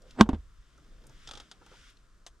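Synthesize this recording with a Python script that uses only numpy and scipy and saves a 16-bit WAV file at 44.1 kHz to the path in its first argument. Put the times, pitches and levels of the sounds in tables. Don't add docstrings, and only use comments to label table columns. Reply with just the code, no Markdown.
import sys
import numpy as np
from scipy import signal
from scipy.fft import rfft, irfft
from scipy.io import wavfile
from scipy.ndimage import uniform_filter1d

SR = 44100
rng = np.random.default_rng(int(sys.argv[2]) if len(sys.argv) > 2 else 0)


def ratio(d):
    e = np.asarray(d, float) / 20
    return 10 ** e


def generate_wav(signal):
    frames = np.transpose(np.atleast_2d(signal))
    scaled = np.clip(frames, -1, 1) * 32767
    pcm = np.round(scaled).astype(np.int16)
    wavfile.write(sys.argv[1], SR, pcm)


N = 105840

# (time [s], boom [dB], box [dB], lid [dB], crack [dB], contact [ms])
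LID_BLOWS = [(0.1887, -50.5, -35.5, -33.5, -44.5, 0.71), (0.1990, -42.5, -25.5, -23.5, -37.5, 1.9),
             (0.2096, -24, -3, -17.5, -3, 0.33), (.2900, -29.5, -35, -15, -30, 0.63),
             (0.331, -26, -37, -22, -44.5, 1.1), (0.3448, -33.5, -44, -38, -47, 0.92)]
# (frequency [Hz], level [dB], T60 [s])
BOOM_MODES = [(44.7, -2.5, 0.35), (56, -5, .2), (75.2, -3, 0.19)]
# (frequency [Hz], level [dB], T60 [s])
BOX_MODES = [(216, 1.5, 0.078), (387.6, -9, 0.044), (516, -11, .025), (710.6, -6.5, 0.018),
             (898.4, -13.5, 0.016), (1081, -1.5, 0.025), (1570, -15, 0.027)]
# (frequency [Hz], level [dB], T60 [s])
LID_MODES = [(260, 0, 0.052), (425, -27.5, 0.053), (632, -15.5, 0.045), (780, -6, 0.03), (936, -7, 0.032),
             (1083, -8.5, 0.029)]
# (frequency [Hz], density [dB per Hz])
CRACK_COLOUR = [(400, -18), (900, 5), (1700, -9.5), (2200, -21.5), (3200, -8), (4600, -21.5), (7800, -25),
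                (15500, -49.5)]
# (time [s], level [dB])
RUSH_LEVEL = [(.14, -73), (.178, -46), (.197, -27.5), (.2095, -17)]
# (frequency [Hz], density [dB per Hz])
RUSH_SPECTRUM = [(60, -19), (250, 6), (550, -11), (930, -8), (5200, -38), (12000, -63), (16000, -90.5)]
# (frequency [Hz], density [dB per Hz])
RATTLE_SPECTRUM = [(60, -20.5), (210, 4.5), (430, -6.5), (600, -13), (1400, -20.5), (4000, -38),
                   (9000, -58.5), (14000, -87)]
# (frequency [Hz], phase [rad])
ARMREST_PHASE = [(100, -.06), (250, -.08), (500, -.3), (1000, -.4), (2000, -.9), (2500, .6), (3600, -.9),
                 (9000, .6)]
# (frequency [Hz], left minus right [dB])
ARMREST_BALANCE = [(60, -.7), (250, -1.2), (500, -2.3), (1300, -1.6), (2400, 2.4), (4400, 1), (8000, 3.3),
                   (15000, 0)]
# (time [s], bright part [dB], body [dB], left minus right [dB])
TRIM_CLICKS = [(1.2735, -40, -52.5, 2), (1.2892, -45, -51, -3), (1.311, -40.5, -45.5, 2.5),
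               (1.3348, -46, -51, 4), (1.3519, -47, -53.5, -8), (1.3731, -44, -48.5, 4.5),
               (1.4001, -42.5, -50.5, 0.5), (1.5139, -42, -51.5, 1)]
# (frequency [Hz], width [Hz], level [dB])
CLICK_BRIGHT_PEAKS = [(2500, 180, -5.5), (3413, 640, 4), (4780, 570, -4), (5500, 69, 1.5),
                      (6190, 880, -6.5), (7400, 460, -7.5), (8690, 970, -14)]
# (frequency [Hz], width [Hz], level [dB])
CLICK_BODY_PEAKS = [(260, 90, -6), (430, 140, -3), (780, 170, 0), (1300, 260, -2)]
# (time [s], level [dB], left minus right [dB])
LAST_SNAP = [(2.264, -42, 2.5)]
# (frequency [Hz], width [Hz], level [dB])
SNAP_PEAKS = [(585, 320, 0.5), (1080, 325, -5.5), (1760, 300, -3.5), (3220, 1040, -2), (5100, 1400, -7.5),
              (6330, 226, 1.5), (8070, 2000, -9)]
# (frequency [Hz], level [dB], T60 [s])
SNAP_MODES = [(680, -47, .045), (1050, -52, .055)]
# (time [s], low resonance [dB], middle [dB], high [dB])
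TRIM_KNOCKS = [(.255, -36, -41, -51), (.777, -62.5, -79, -59), (1.037, -58.5, -63, -64),
               (1.07, -70, -81, -77), (1.093, -68, -58.5, -60), (1.613, -54, -57, -55),
               (1.661, -71.5, -54.5, -59), (1.713, -51.5, -67, -52), (1.734, -77, -56.5, -68)]
# (frequency [Hz], width [Hz])
KNOCK_PEAKS = [(400, 260), (880, 150), (1380, 320)]
# (time [s], level [dB], centre [Hz], width [Hz])
SMALL_TICKS = [(.020, -59.5, 5500, 4770), (.1085, -49.5, 3430, 4500), (.777, -61.5, 5640, 3927),
               (1.038, -59.5, 3430, 3028), (1.068, -53.5, 7410, 8000), (1.095, -56.5, 6030, 3100),
               (1.663, -54, 3550, 6960), (1.901, -61.5, 9510, 4920), (1.97, -58.5, 3950, 2950)]
# (time [s], level [dB])
CLOTH_ENVELOPE = [(0, -79), (.1, -63.5), (.3, -77), (.75, -71.5), (1.05, -70), (1.25, -60), (1.4, -61),
                  (1.47, -67.5), (1.6, -71.5), (1.72, -61.5), (1.9, -59), (1.945, -71.5), (2.4, -99)]
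# (frequency [Hz], density [dB per Hz])
CLOTH_COLOUR = [(800, -23.5), (1400, 1), (2000, -2.5), (2600, -5), (3100, -2), (3600, -1.5), (4200, -9.5),
                (5100, -5.5), (7500, -13), (12000, -27), (16000, -55)]
# (time [s], level [dB])
LOW_RUSTLE_ENVELOPE = [(0, -64), (.12, -66), (.45, -73), (.66, -77.5), (.8, -67), (1.1, -62.5), (1.22, -69),
                       (1.32, -63), (1.47, -70), (1.75, -66.5), (2.0, -73.5), (2.4, -73)]
# (frequency [Hz], density [dB per Hz])
LOW_RUSTLE_COLOUR = [(70, -27), (120, 2), (300, -2.5), (700, -10.5), (1200, -39)]
# (time [s], level [dB])
RUMBLE_ENVELOPE = [(0, -59), (.3, -53.5), (.55, -50), (.68, -58.5), (.82, -57), (1.0, -55.5), (1.15, -52.5),
                   (1.21, -56), (1.3, -47), (1.42, -54.5), (1.49, -69.5), (1.57, -58), (1.78, -55.5),
                   (1.95, -61), (2.05, -61), (2.22, -60.5), (2.33, -59.5), (2.4, -62.5)]
# (frequency [Hz], density [dB per Hz])
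RUMBLE_COLOUR = [(10, -19), (20, 6.5), (50, 0.5), (85, -14), (140, -15), (250, -59.5)]
# (frequency [Hz], density [dB per Hz])
HISS_COLOUR = [(600, -29.5), (1050, 3), (1400, 3), (2300, -9.5), (5000, -9.5), (7700, -10.5),
               (12000, -23.5), (16000, -47)]
FLICKER_DB_PER_UNIT = (2.2, 4, 2, 1.1)
# (frequency [Hz], phase [rad])
PORT_PHASE = [(100, 0.26), (600, 0.54), (1800, -0.73), (6000, -0.44)]
# (frequency [Hz], left minus right [dB])
PORT_BALANCE = [(60, 0.43), (300, -1.5), (1000, 1.4), (8000, 1.5)]
# (frequency [Hz], likeness [0-1])
PORT_ALIKE = [(60, 0.94), (300, 0.92), (1000, 0.85), (5000, 0.64), (15000, 0.12)]

INWARD_HZ = 320
LID_SWELL_S = 0.0024
CRACK_TOP_HZ_TIMES_MS = 8000
CRACK_T60_PER_CONTACT = 36
CRACK_TAIL_DB, CRACK_TAIL_T60_S = -16, 0.06
CRACK_SIDE_DB = -18
RATTLE_DB, RATTLE_T60_S = -13.5, 0.11
RATTLE_GRAIN_DB_PER_UNIT = 2.5
WHISTLE_HZ, WHISTLE_WIDTH_HZ, WHISTLE_DB = 7900, 480, -30.5
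CREAK_S, CREAK_LENGTH_S, CREAK_HZ, CREAK_DB = 0.0077, 0.097, 527, -60
CLICK_T60_S, CLICK_BODY_T60_S, CLICK_HISS_DB = 0.047, 0.078, -12
SNAP_T60_S, TICK_T60_S = 0.065, 0.03
KNOCK_T60_S, KNOCK_ATTACK_S = 0.09, 0.006
RESONANCE_TOP_HZ = 11700
CRACKLE_PER_S, CRACKLE_SHARE = 900, 0.1
FLICKER_PER_S, HISS_DB = 16, -71.5
CLIP_DB, BAND_HZ = -0.4, 15000


def over_hz(table):
    hz, value = np.array(table, float).T
    bins_hz = np.fft.rfftfreq(N, 1 / SR)
    return np.interp(np.log(bins_hz + 1), np.log(hz), value)


def unit(x):
    return x / np.sqrt(np.mean(x ** 2))


def noise(colour):
    white = rfft(rng.standard_normal(N))
    return unit(irfft(white * ratio(over_hz(colour)), N))


def resonant(peaks, steep=1.5):
    f = np.fft.rfftfreq(N, 1 / SR) + 1
    power = 0
    for hz, width_hz, db in peaks:
        detune = (f - hz * hz / f) / width_hz
        power = power + ratio(db) ** 2 / (1 + detune ** 2) ** steep
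    power = power / (1 + (f / RESONANCE_TOP_HZ) ** 10)
    return unit(irfft(rfft(rng.standard_normal(N)) * np.sqrt(power), N))


def fade(at_s, t60_s, attack_s=0.00067):
    t = np.arange(N) / SR - at_s
    return np.clip(t / attack_s, 0, 1) * ratio(-60 * np.clip(t, 0, 3) / t60_s)


def curve(table):
    time_s, db = np.array(table, float).T
    return ratio(np.interp(np.arange(N) / SR, time_s, db, left=-120, right=-120))


def walk(rate_per_s):
    hold = int(SR / rate_per_s)
    steps = np.repeat(rng.standard_normal(N // hold + 1), hold)
    return 0.36 * uniform_filter1d(uniform_filter1d(steps, hold), hold)[:N]


def ports(x, phase, balance):
    half = ratio(over_hz(balance) / 2) * np.exp(1j * over_hz(phase) / 2)
    spectrum = rfft(x)
    return np.array([irfft(spectrum * half, N), irfft(spectrum / half, N)])


def pan(lr_db):
    return ratio(np.array([[lr_db / 2], [-lr_db / 2]]))


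def ring(modes, swell_s=1e-5):
    t = np.arange(SR // 2) / SR
    out = np.zeros(len(t))
    for hz, db, t60_s in modes:
        out += np.sign(hz - INWARD_HZ) * ratio(db - 60 * t / t60_s) * np.sin(2 * np.pi * hz * t)
    return (1 - np.exp(-t / swell_s)) * out


def air_rush():
    whistle = resonant([(WHISTLE_HZ, WHISTLE_WIDTH_HZ, 0)])
    return curve(RUSH_LEVEL) * (noise(RUSH_SPECTRUM) + ratio(WHISTLE_DB) * whistle)


def hinge_creak():
    progress = np.clip((np.arange(N) / SR - CREAK_S) / CREAK_LENGTH_S, 0, 1)
    return ratio(CREAK_DB) * resonant([(CREAK_HZ, 90, 0)]) * np.sin(np.pi * progress)


def armrest():
    t, mid, side = np.arange(N) / SR, np.zeros(N), np.zeros(N)
    crack = np.array([noise(CRACK_COLOUR), ratio(CRACK_SIDE_DB) * noise(CRACK_COLOUR)])
    rattle = noise(RATTLE_SPECTRUM) * ratio(RATTLE_GRAIN_DB_PER_UNIT * walk(300))
    boom, box, lid = ring(BOOM_MODES), ring(BOX_MODES), ring(LID_MODES, LID_SWELL_S)
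    for at_s, boom_db, box_db, lid_db, crack_db, contact_ms in LID_BLOWS:
        contact_s = contact_ms / 1000
        push = np.sin(np.pi * np.clip((t - at_s) / contact_s, 0, 1)) ** 2
        body = -ratio(boom_db) * boom + ratio(box_db) * box + ratio(lid_db) * lid
        mid += signal.fftconvolve(push / push.sum(), body)[:N]
        top_hz = min(CRACK_TOP_HZ_TIMES_MS / contact_ms, 0.45 * SR)
        dull = signal.lfilter(*signal.butter(2, top_hz, fs=SR), crack)
        decay = fade(at_s, CRACK_T60_PER_CONTACT * contact_s)
        decay = decay + ratio(CRACK_TAIL_DB) * fade(at_s, CRACK_TAIL_T60_S)
        crack_mid, crack_side = ratio(crack_db) * dull * decay
        mid += crack_mid + ratio(lid_db + RATTLE_DB) * rattle * fade(at_s, RATTLE_T60_S)
        side += crack_side
    mid += air_rush() + hinge_creak()
    return ports(mid, ARMREST_PHASE, ARMREST_BALANCE) + side * np.array([[1], [-1]])


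def clicks():
    bright = resonant(CLICK_BRIGHT_PEAKS) + ratio(CLICK_HISS_DB) * noise(CLOTH_COLOUR)
    bright = ports(bright, PORT_PHASE, [(1, 0)])
    body = ports(resonant(CLICK_BODY_PEAKS), PORT_PHASE, [(1, 0)])
    out = np.zeros((2, N))
    for at_s, bright_db, body_db, lr_db in TRIM_CLICKS:
        click = ratio(bright_db) * bright * fade(at_s, CLICK_T60_S)
        click = click + ratio(body_db) * body * fade(at_s, CLICK_BODY_T60_S)
        out += pan(lr_db) * click
    return out


def last_snap():
    (at_s, db, lr_db), = LAST_SNAP
    snap = ratio(db) * resonant(SNAP_PEAKS) * fade(at_s, SNAP_T60_S, 0.0009)
    start = int(at_s * SR)
    snap[start:] += ring(SNAP_MODES, 0.001)[:N - start]
    return pan(lr_db) * ports(snap, PORT_PHASE, [(1, 0)])


def knocks():
    rings = [resonant([(hz, width_hz, 0)], 2) for hz, width_hz in KNOCK_PEAKS]
    out = np.zeros(N)
    for at_s, *levels_db in TRIM_KNOCKS:
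        envelope = fade(at_s, KNOCK_T60_S, KNOCK_ATTACK_S)
        for db, resonance in zip(levels_db, rings):
            out += ratio(db) * resonance * envelope
    return ports(out, PORT_PHASE, PORT_BALANCE)


def ticks():
    out = np.zeros(N)
    for at_s, db, hz, width_hz in SMALL_TICKS:
        out += ratio(db) * resonant([(hz, width_hz, 0)], 2.6) * fade(at_s, TICK_T60_S, 0.00064)
    return ports(out, PORT_PHASE, PORT_BALANCE)


def cloth_crackle():
    impulses = (rng.random(N) < CRACKLE_PER_S / SR) * rng.exponential(size=N) ** 2
    impulses = impulses * SR / CRACKLE_PER_S / 2
    power = 1 - CRACKLE_SHARE + CRACKLE_SHARE * uniform_filter1d(impulses, size=60).clip(0)
    return np.sqrt(power)


def cabin():
    alike = np.clip(over_hz(PORT_ALIKE), 0, 1)
    layers = [(curve(RUMBLE_ENVELOPE), RUMBLE_COLOUR),
              (curve(LOW_RUSTLE_ENVELOPE), LOW_RUSTLE_COLOUR),
              (curve(CLOTH_ENVELOPE) * cloth_crackle(), CLOTH_COLOUR),
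              (ratio(HISS_DB), HISS_COLOUR)]
    out = np.zeros((2, N))
    for (level, colour), flicker_db in zip(layers, FLICKER_DB_PER_UNIT):
        gain = level * ratio(flicker_db * walk(FLICKER_PER_S))
        mid, side = rfft(gain * noise(colour)), rfft(gain * noise(colour))
        shared = irfft(mid * np.sqrt((1 + alike) / 2), N)
        opposed = irfft(side * np.sqrt((1 - alike) / 2), N)
        out += ports(shared, PORT_PHASE, PORT_BALANCE) + opposed * np.array([[1], [-1]])
    return out


def scene():
    return armrest() + clicks() + last_snap() + knocks() + ticks() + cabin()


def roll_off(x):
    return signal.sosfilt(signal.butter(12, 16470, fs=SR, output="sos"), x)


def record(dry):
    clipped = np.clip(dry, -ratio(CLIP_DB), ratio(CLIP_DB))
    low_pass = signal.ellip(6, 0.2, 60, BAND_HZ, fs=SR, output="sos")
    mix = signal.sosfilt(low_pass, clipped)
    return roll_off(mix)


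dry = scene()
out = record(dry)
generate_wav(out)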